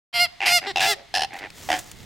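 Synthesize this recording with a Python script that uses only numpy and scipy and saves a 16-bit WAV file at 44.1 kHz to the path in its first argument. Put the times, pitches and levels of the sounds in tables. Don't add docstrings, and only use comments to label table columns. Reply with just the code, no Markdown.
import sys
import numpy as np
from scipy import signal
from scipy.io import wavfile
from scipy.ndimage import uniform_filter1d

SR = 44100
rng = np.random.default_rng(int(sys.argv[2]) if len(sys.argv) > 2 else 0)


def waveform_to_disk(signal):
    frames = np.transpose(np.atleast_2d(signal))
    scaled = np.clip(frames, -1, 1) * 32767
    samples = np.round(scaled).astype(np.int16)
    wavfile.write(sys.argv[1], SR, samples)


N = 90404

# frequency in Hz, relative level in dB.
WASH_COLOUR = [(24, -20), (40, -0.5), (215, -9.5), (467, -22), (697, -5.5), (1410, -7.5), (1590, -8),
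               (2100, 0), (2380, -8), (3650, -5), (16000, -34)]
RUMBLE_COLOUR = [(20, -9), (60, -6.5), (150, -4.5), (260, -13), (500, -18), (1500, -60), (15000, -80)]
FEATHER_COLOUR = [(200, 2), (1000, 1.5), (3000, 0), (7000, 2), (10000, -5.5), (13000, -8), (15500, -6.5)]
BILL_COLOUR = [(200, -4), (1200, -5), (2800, 3.5), (4500, 2), (8000, -0.5), (12000, -8.5), (15500, -11)]
REFLECTION_COLOUR = [(100, 24), (700, -8.5), (1300, 10), (2400, -0.5), (4800, -1), (9000, -0.5),
                     (15000, -9.5)]
# time in seconds, level in dB.
RUMBLE_SWELLS = [(.13, -56), (.22, -43), (.33, -64), (.52, -45), (.65, -58), (.82, -44), (1.05, -62.5),
                 (1.2, -48.5), (1.4, -57.5), (1.72, -43.5), (1.85, -52.5), (2.05, -44)]
RUSTLE_SWELLS = [(1.30, -82), (1.37, -48.5), (1.42, -66), (1.52, -59.5), (1.58, -44), (1.65, -44),
                 (1.79, -40.5), (1.84, -49), (1.90, -50.5), (1.96, -55), (2.05, -51)]
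# frequency in Hz, seconds to fade by 60 dB.
ECHO_T60 = [(200, 1), (1500, 0.27), (4500, 0.34), (8000, 0.24), (15000, 0.18)]
# start in seconds, level in dB, decay in seconds, treble shelf in dB.
BILL_CLICKS = [(1.337, -40.5, .003, 6), (1.389, -33.5, .005, -5), (1.5033, -29, 0.0013, -11.5),
               (1.79, -26.5, 0.0057, 8), (1.915, -31.5, 0.0026, 6), (2.004, -36.5, 0.0013, -11)]

# time in seconds, flaps per second, ring level in dB, rasp level in dB.
GRUNT_A = [(.404, 79.4, -35, -30), (.427, 116.5, -28, -22.5), (.450, 135, -36, -24.5),
           (.475, 73, -41, -19.5), (.497, 100, -39, -26), (.518, 100, -29.5, -23.5), (.524, 87, -42, -25)]
GRUNT_B = [(.7585, 84.6, -24.5, -23.5), (.771, 86.35, -25, -22), (.792, 85.73, -27.5, -24.5),
           (.826, 102.4, -26, -23), (.856, 106.4, -25.5, -24), (.885, 105.3, -32, -30.5)]
GRUNT_C = [(1.140, 94.6, -26, -26), (1.152, 102.5, -31, -20), (1.172, 95.85, -23.5, -23.5),
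           (1.195, 74, -27, -28.5), (1.208, 77.3, -33, -28.5), (1.220, 78.1, -24.5, -23),
           (1.246, 74, -29.5, -30.5), (1.252, 77, -33, -33)]
GRUNT_D = [(1.3065, 79.8, -46.5, -45), (1.320, 84.4, -51, -42), (1.332, 86.7, -39, -34),
           (1.366, 92.3, -38, -38), (1.385, 91.2, -50, -44.5), (1.410, 93.6, -46, -38),
           (1.440, 104.1, -54, -32.5), (1.474, 97.8, -39, -42)]
GRUNT_E = [(1.688, 68.9, -26, -30.5), (1.702, 72.6, -22.5, -24), (1.717, 74.1, -24.5, -21),
           (1.740, 105.4, -27.5, -24), (1.756, 113.1, -32, -30.5), (1.790, 99.2, -45, -40),
           (1.805, 99, -53, -56)]
GRUNT_F = [(.962, 90.6, -50.5, -66), (.990, 93.4, -48.5, -45), (1.030, 88, -55, -70)]
GRUNT_G = [(.616, 88.9, -41, -37.5), (.638, 94, -39, -34), (.650, 94, -35.5, -33.5), (.660, 95.4, -37, -31)]
# frequency in Hz, relative level in dB.
RASP_SHUT = [(100, -65), (380, -4.5), (550, -38), (1000, -21), (1350, -18.5), (1950, -6.5), (2350, -1),
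             (2750, -1.5), (3300, -15), (4100, -23), (4900, -21.5), (6500, -30), (15500, -53)]
RASP_OPEN = [(100, -45), (400, -2.5), (1000, -21), (1300, -16), (1600, -1), (1720, 11), (1950, -2),
             (2300, -9), (2650, 4), (2950, 5), (3350, 0.5), (3800, -6), (4150, 4.5), (4550, -3),
             (5150, 4.5), (6200, -10), (7900, -17), (9600, -13), (12000, -25), (15500, -33)]
RASP_HALF = [(100, -56), (380, 3), (550, -28), (1000, -14), (1300, -14), (1650, -6.5), (2150, -5),
             (2750, 9), (3300, -4.5), (3850, 4), (4400, -17), (5000, -4), (6500, -15), (9000, -25.5),
             (15500, -34)]
RASP_LOW = [(100, -33), (300, 8.5), (440, 4), (560, 0.5), (800, 2), (1250, -8.5), (1900, 5.5), (2400, 2),
            (3200, -10.5), (4300, -13), (6500, -25.5), (15500, -51)]
RASP_LAST = [(100, -39), (220, -9.5), (320, 14), (430, -9.5), (600, 7), (900, 2.5), (1250, -6), (1770, 6.5),
             (1900, 6), (2150, 3.5), (2600, -1.5), (3150, 1.5), (4000, -10.5), (5000, -5.5), (6500, -12),
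             (9000, -18.5), (15500, -34)]
# course, rasp spectrum, throat ring in Hz, left over right in dB.
GRUNTS = [(GRUNT_A, RASP_SHUT, 793, -.7), (GRUNT_G, RASP_LOW, 766, -.7), (GRUNT_B, RASP_HALF, 766, -0.24),
          (GRUNT_F, RASP_LOW, 569, 0), (GRUNT_C, RASP_OPEN, 764, -0.8), (GRUNT_D, RASP_LOW, 800, -1.6),
          (GRUNT_E, RASP_LAST, 745, -1.7)]

# time in seconds, pitch in Hz, level in dB, roughness 0-1, period tripling 0-1.
HONK_A = [(.130, 715, -39, .4, 1), (.1355, 715, -43, .4, 1), (.1375, 715, -31, .3, 1),
          (.143, 700, -27, .1, 1), (.162, 709, -21, .02, 1), (.190, 690, -21, .02, .9),
          (.204, 705, -15.5, .05, 0), (.228, 714, -16, 0, 0), (.246, 701, -18, .02, 0),
          (.258, 668, -26, .1, 0), (.270, 600, -43, .3, 0)]
HONK_B = [(.456, 725, -34, .7, 0), (.461, 730, -19, .7, .8), (.485, 712, -19.5, .3, 1),
          (.503, 694, -20, .08, .3), (.530, 711, -16.3, 0, 0), (.555, 714, -15.3, 0, 0),
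          (.574, 700, -16.3, .03, 0), (.586, 666, -22, .14, 0), (.600, 595, -38, .35, 0)]
HONK_C = [(.802, 690, -34, .8, 0), (.809, 690, -22, .8, .8), (.835, 680, -22, .45, 1),
          (.865, 682, -23, .15, .4), (.895, 694, -20.5, .02, 0), (.914, 684, -21, .03, 0),
          (.926, 656, -23, .06, 0), (.937, 620, -28, .12, 0), (.946, 590, -43, .2, 0)]
LOW_A = [(.630, 380, -50, 1, 0), (.650, 380, -44, 1, 0), (.666, 372, -46, .8, 0),
         (.6685, 390, -26.5, .5, 0), (.682, 407, -27, .05, 0), (.696, 397, -28, .05, 0),
         (.705, 380, -29, .12, 0), (.714, 354, -29.5, .3, 0), (.723, 335, -46, .3, 0)]
LOW_B = [(.870, 415, -39, .4, 0), (.895, 425, -26, .04, 0), (.912, 418, -25, .04, 0),
         (.935, 384, -29, .15, 0), (.952, 352, -47, .3, 0)]
# frequency in Hz, relative level in dB.
HONK_THROAT = [(100, -84), (400, -7.5), (700, -5), (1000, -3), (1420, -10.5), (2120, -0.5), (2830, -3),
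               (3550, -9), (4270, -5.5), (4980, -1.5), (5700, -10), (6400, -13), (7800, -16.5),
               (9300, -14.5), (10700, -21.5), (12800, -17), (15500, -39)]
NASAL_THROAT = [(100, -26), (400, -5.5), (700, -6), (1000, 4.5), (1420, -11.5), (2120, 0), (2500, 0.5),
                (2850, -5), (3200, 7), (3560, -18.5), (3900, -8.5), (4270, -2.5), (4950, -3.5), (5650, -15),
                (6300, -29), (7100, -21), (7900, -22.5), (9500, -21.5), (12500, -22), (15500, -38)]
OPEN_THROAT = [(100, -22), (400, -28), (700, -3), (1000, -1.5), (1390, -7.5), (1680, 12), (2080, -0.5),
               (2770, -3), (3450, 0), (4150, -2), (4830, -1), (5520, -3), (6600, -10), (7600, -8.5),
               (9000, -12.5), (10700, -14.5), (12800, -17), (15500, -18)]
LOW_THROAT = [(100, -15), (280, -3), (400, 1), (560, -15), (800, 3), (1150, -9.5), (1500, -8), (1950, 2.5),
              (2400, -12), (2800, -5), (3300, -5.5), (4050, -1), (4500, -8.5), (5400, -8.5), (6400, -28),
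              (7600, -17.5), (10000, -35.5), (15500, -36)]
# course, throat, treble shelf in dB, left over right in dB.
HONKS = [(HONK_A, NASAL_THROAT, 0, -0.5), (HONK_B, HONK_THROAT, 0, -0.96), (HONK_C, OPEN_THROAT, 0, -0.14),
         (LOW_A, LOW_THROAT, 0, 0), (LOW_B, LOW_THROAT, 0, 0)]

START_S, TREBLE_HZ, BAND_LIMIT_HZ = .128, 5560, 16000
WASH_DB, ECHO_DB, ECHO_RISE_S = -52, -23, 0.018
REFLECTION_DB, REFLECTION_DECAY_S = -13, 0.0021
PUFF_RISE_S, PUFF_HOLD_S, PUFF_DECAY_S, PUFF_HISS = 0.00038, 0.0023, 0.0039, .45
RING_RISE_S, RING_FADE_S = 0.00071, .0065
FLAP_JITTER_S, SLAP_HZ, SLAP_SPREAD = .0003, 721.5, .2
JITTER_HZ, JITTER_TURNS, TRIPLE_TURNS = 337, 0.131, 0.022
SHIMMER, BREATHINESS, ROUGH_BREATH = 0.74, .025, 0.38
SMEAR_S = 0.00089


def amp(db):
    return 10 ** (np.asarray(db) / 20)


def unit_rms(x):
    return x / np.sqrt(np.mean(x ** 2) + 1e-20)


def at_hz(points, hz):
    f, value = np.transpose(points)
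    return np.interp(np.log(hz + 1), np.log(f + 1), value)


def follow(course):
    times, *columns = np.transpose(course)
    t = np.arange(times[0], times[-1], 1 / SR)
    return t, [np.interp(t, times, column) for column in columns]


def place(mix, start_s, sound, pan_db=0):
    part = mix[:, round(start_s * SR):][:, :len(sound)]
    part += sound[:part.shape[1]] * amp([[pan_db / 2], [-pan_db / 2]])


def colour(x, points, treble_db=0, size=4096):
    hz = abs(np.fft.fftfreq(size, 1 / SR))
    shelf_db = treble_db * (1 + np.tanh((hz - TREBLE_HZ) / 900)) / 2
    log_gain = np.log(amp(at_hz(points, hz) + shelf_db))
    taps = np.fft.ifft(np.exp(np.conj(signal.hilbert(log_gain)))).real[:size // 2]
    return signal.fftconvolve(x, taps / np.linalg.norm(taps))[:len(x)]


def wobble(count, hz):
    lowpass = signal.butter(2, hz, fs=SR, output="sos")
    return unit_rms(signal.sosfilt(lowpass, rng.standard_normal(count)))


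def stereo_noise(points, side):
    mid, wide = (colour(noise, points) for noise in rng.standard_normal((2, N)))
    return unit_rms(np.array([mid + side * wide, mid - side * wide]))


def outdoor_air():
    swell_db = np.interp(np.arange(N) / SR, *np.transpose(RUMBLE_SWELLS))
    rumble = stereo_noise(RUMBLE_COLOUR, side=.65) * amp(swell_db) * amp([[-2.1], [1.5]])
    return rumble + amp(WASH_DB) * stereo_noise(WASH_COLOUR, side=.4)


def enclosure(birds):
    hz, frame_s, spectrum = signal.stft(rng.standard_normal((2, SR)), SR, nperseg=256)
    fade = amp(-60 * frame_s / at_hz(ECHO_T60, hz)[:, None])
    t = np.arange(SR) / SR
    tail = signal.istft(spectrum * fade, SR, nperseg=256)[1][:, :SR]
    tail *= np.minimum(t / ECHO_RISE_S, 1)
    near = colour(rng.standard_normal(SR) * t * np.exp(-t / REFLECTION_DECAY_S), REFLECTION_COLOUR)
    trees = amp(ECHO_DB) * tail / np.linalg.norm(tail[0])
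    sides = amp(REFLECTION_DB) * np.array([near, -near]) / np.linalg.norm(near)
    return signal.fftconvolve(birds, trees + sides, axes=1)[:, :N]


def feather_rustle():
    swell_db = np.interp(np.arange(N) / SR, *np.transpose(RUSTLE_SWELLS))
    return stereo_noise(FEATHER_COLOUR, side=0.13) * amp(swell_db + 2.2 * wobble(N, hz=180))


def bill_click(db, decay_s, treble_db):
    t = np.arange(SR // 20) / SR
    snap = np.exp(-t / decay_s) * rng.standard_normal(len(t))
    return amp(db) * colour(snap, BILL_COLOUR, treble_db)


def syrinx_puff(age):
    envelope = np.minimum(age / PUFF_RISE_S, 1) * np.exp(-np.maximum(age - PUFF_HOLD_S, 0) / PUFF_DECAY_S)
    turns = .5 + np.cumsum(SLAP_HZ * (1 + SLAP_SPREAD * wobble(len(age), JITTER_HZ))) / SR
    closures = np.diff(np.floor(turns), prepend=0)
    slaps = signal.lfilter([-.5, 1], [1, -.5], closures)
    hiss = unit_rms(envelope * rng.standard_normal(len(age)))
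    return unit_rms(unit_rms(envelope * (slaps - slaps.mean())) + PUFF_HISS * hiss)


def throat_ring(age, hz):
    envelope = (1 - np.exp(-age / RING_RISE_S)) * np.exp(-age / RING_FADE_S)
    pitch = hz * (1 + 0.023 * rng.standard_normal())
    return unit_rms(envelope * np.sin(2 * np.pi * pitch * age))


def grunt(course, rasp_colour, ring_hz):
    t, (rate, ring_db, rasp_db) = follow(course)
    age = np.arange(SR // 20) / SR
    rings, puffs = np.zeros((2, len(t) + len(age)))
    flap_count = np.floor(np.cumsum(rate) / SR)
    for i in np.flatnonzero(np.diff(flap_count, prepend=-1)):
        at = int(np.clip(i + FLAP_JITTER_S * SR * rng.standard_normal(), 0, len(t)))
        share = np.sqrt(SR / rate[i] / len(age))
        puffs[at:at + len(age)] += share * amp(rasp_db[i]) * syrinx_puff(age)
        rings[at:at + len(age)] += share * amp(ring_db[i]) * throat_ring(age, ring_hz)
    return t[0], rings + colour(puffs, rasp_colour)


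def honk(course, throat, treble_db):
    t, (hz, db, rough, triple) = follow(course)
    turns = np.cumsum(hz) / SR
    turns += TRIPLE_TURNS * triple * np.sin(2 * np.pi * turns / 3)
    turns += JITTER_TURNS * rough * wobble(len(t), JITTER_HZ)
    top = int(BAND_LIMIT_HZ / hz.mean())
    smear_turns = SMEAR_S * hz.mean()
    harmonics = (np.cos(2 * np.pi * k * (turns - smear_turns * np.sqrt(k / top))) for k in range(1, top + 1))
    pulses = unit_rms(sum(harmonics))
    breath = unit_rms(np.exp(-(turns % 1) / 0.69) * rng.standard_normal(len(t)))
    shimmer = 1 + SHIMMER * rough * wobble(len(t), JITTER_HZ)
    drive = pulses * shimmer + (BREATHINESS + ROUGH_BREATH * rough) * breath
    voice = colour(drive, throat, treble_db)
    running_rms = np.sqrt(uniform_filter1d(voice ** 2, size=300) + 1e-9)
    return t[0], amp(db) * voice / running_rms


def scene():
    birds = np.zeros((2, N))
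    for course, throat, treble_db, pan_db in HONKS:
        place(birds, *honk(course, throat, treble_db), pan_db)
    for course, rasp_colour, ring_hz, pan_db in GRUNTS:
        place(birds, *grunt(course, rasp_colour, ring_hz), pan_db)
    for start_s, db, decay_s, treble_db in BILL_CLICKS:
        place(birds, start_s, bill_click(db, decay_s, treble_db))
    return birds + enclosure(birds) + feather_rustle() + outdoor_air()


def record(dry):
    live = dry * (np.arange(N) / SR > START_S)
    rounded = live / (1 + live ** 6) ** (1 / 6)
    lowpass = signal.firwin(511, BAND_LIMIT_HZ, window=("kaiser", 9), fs=SR)
    return signal.oaconvolve(rounded, lowpass[None], "same")


dry = scene()
out = record(dry)
waveform_to_disk(out)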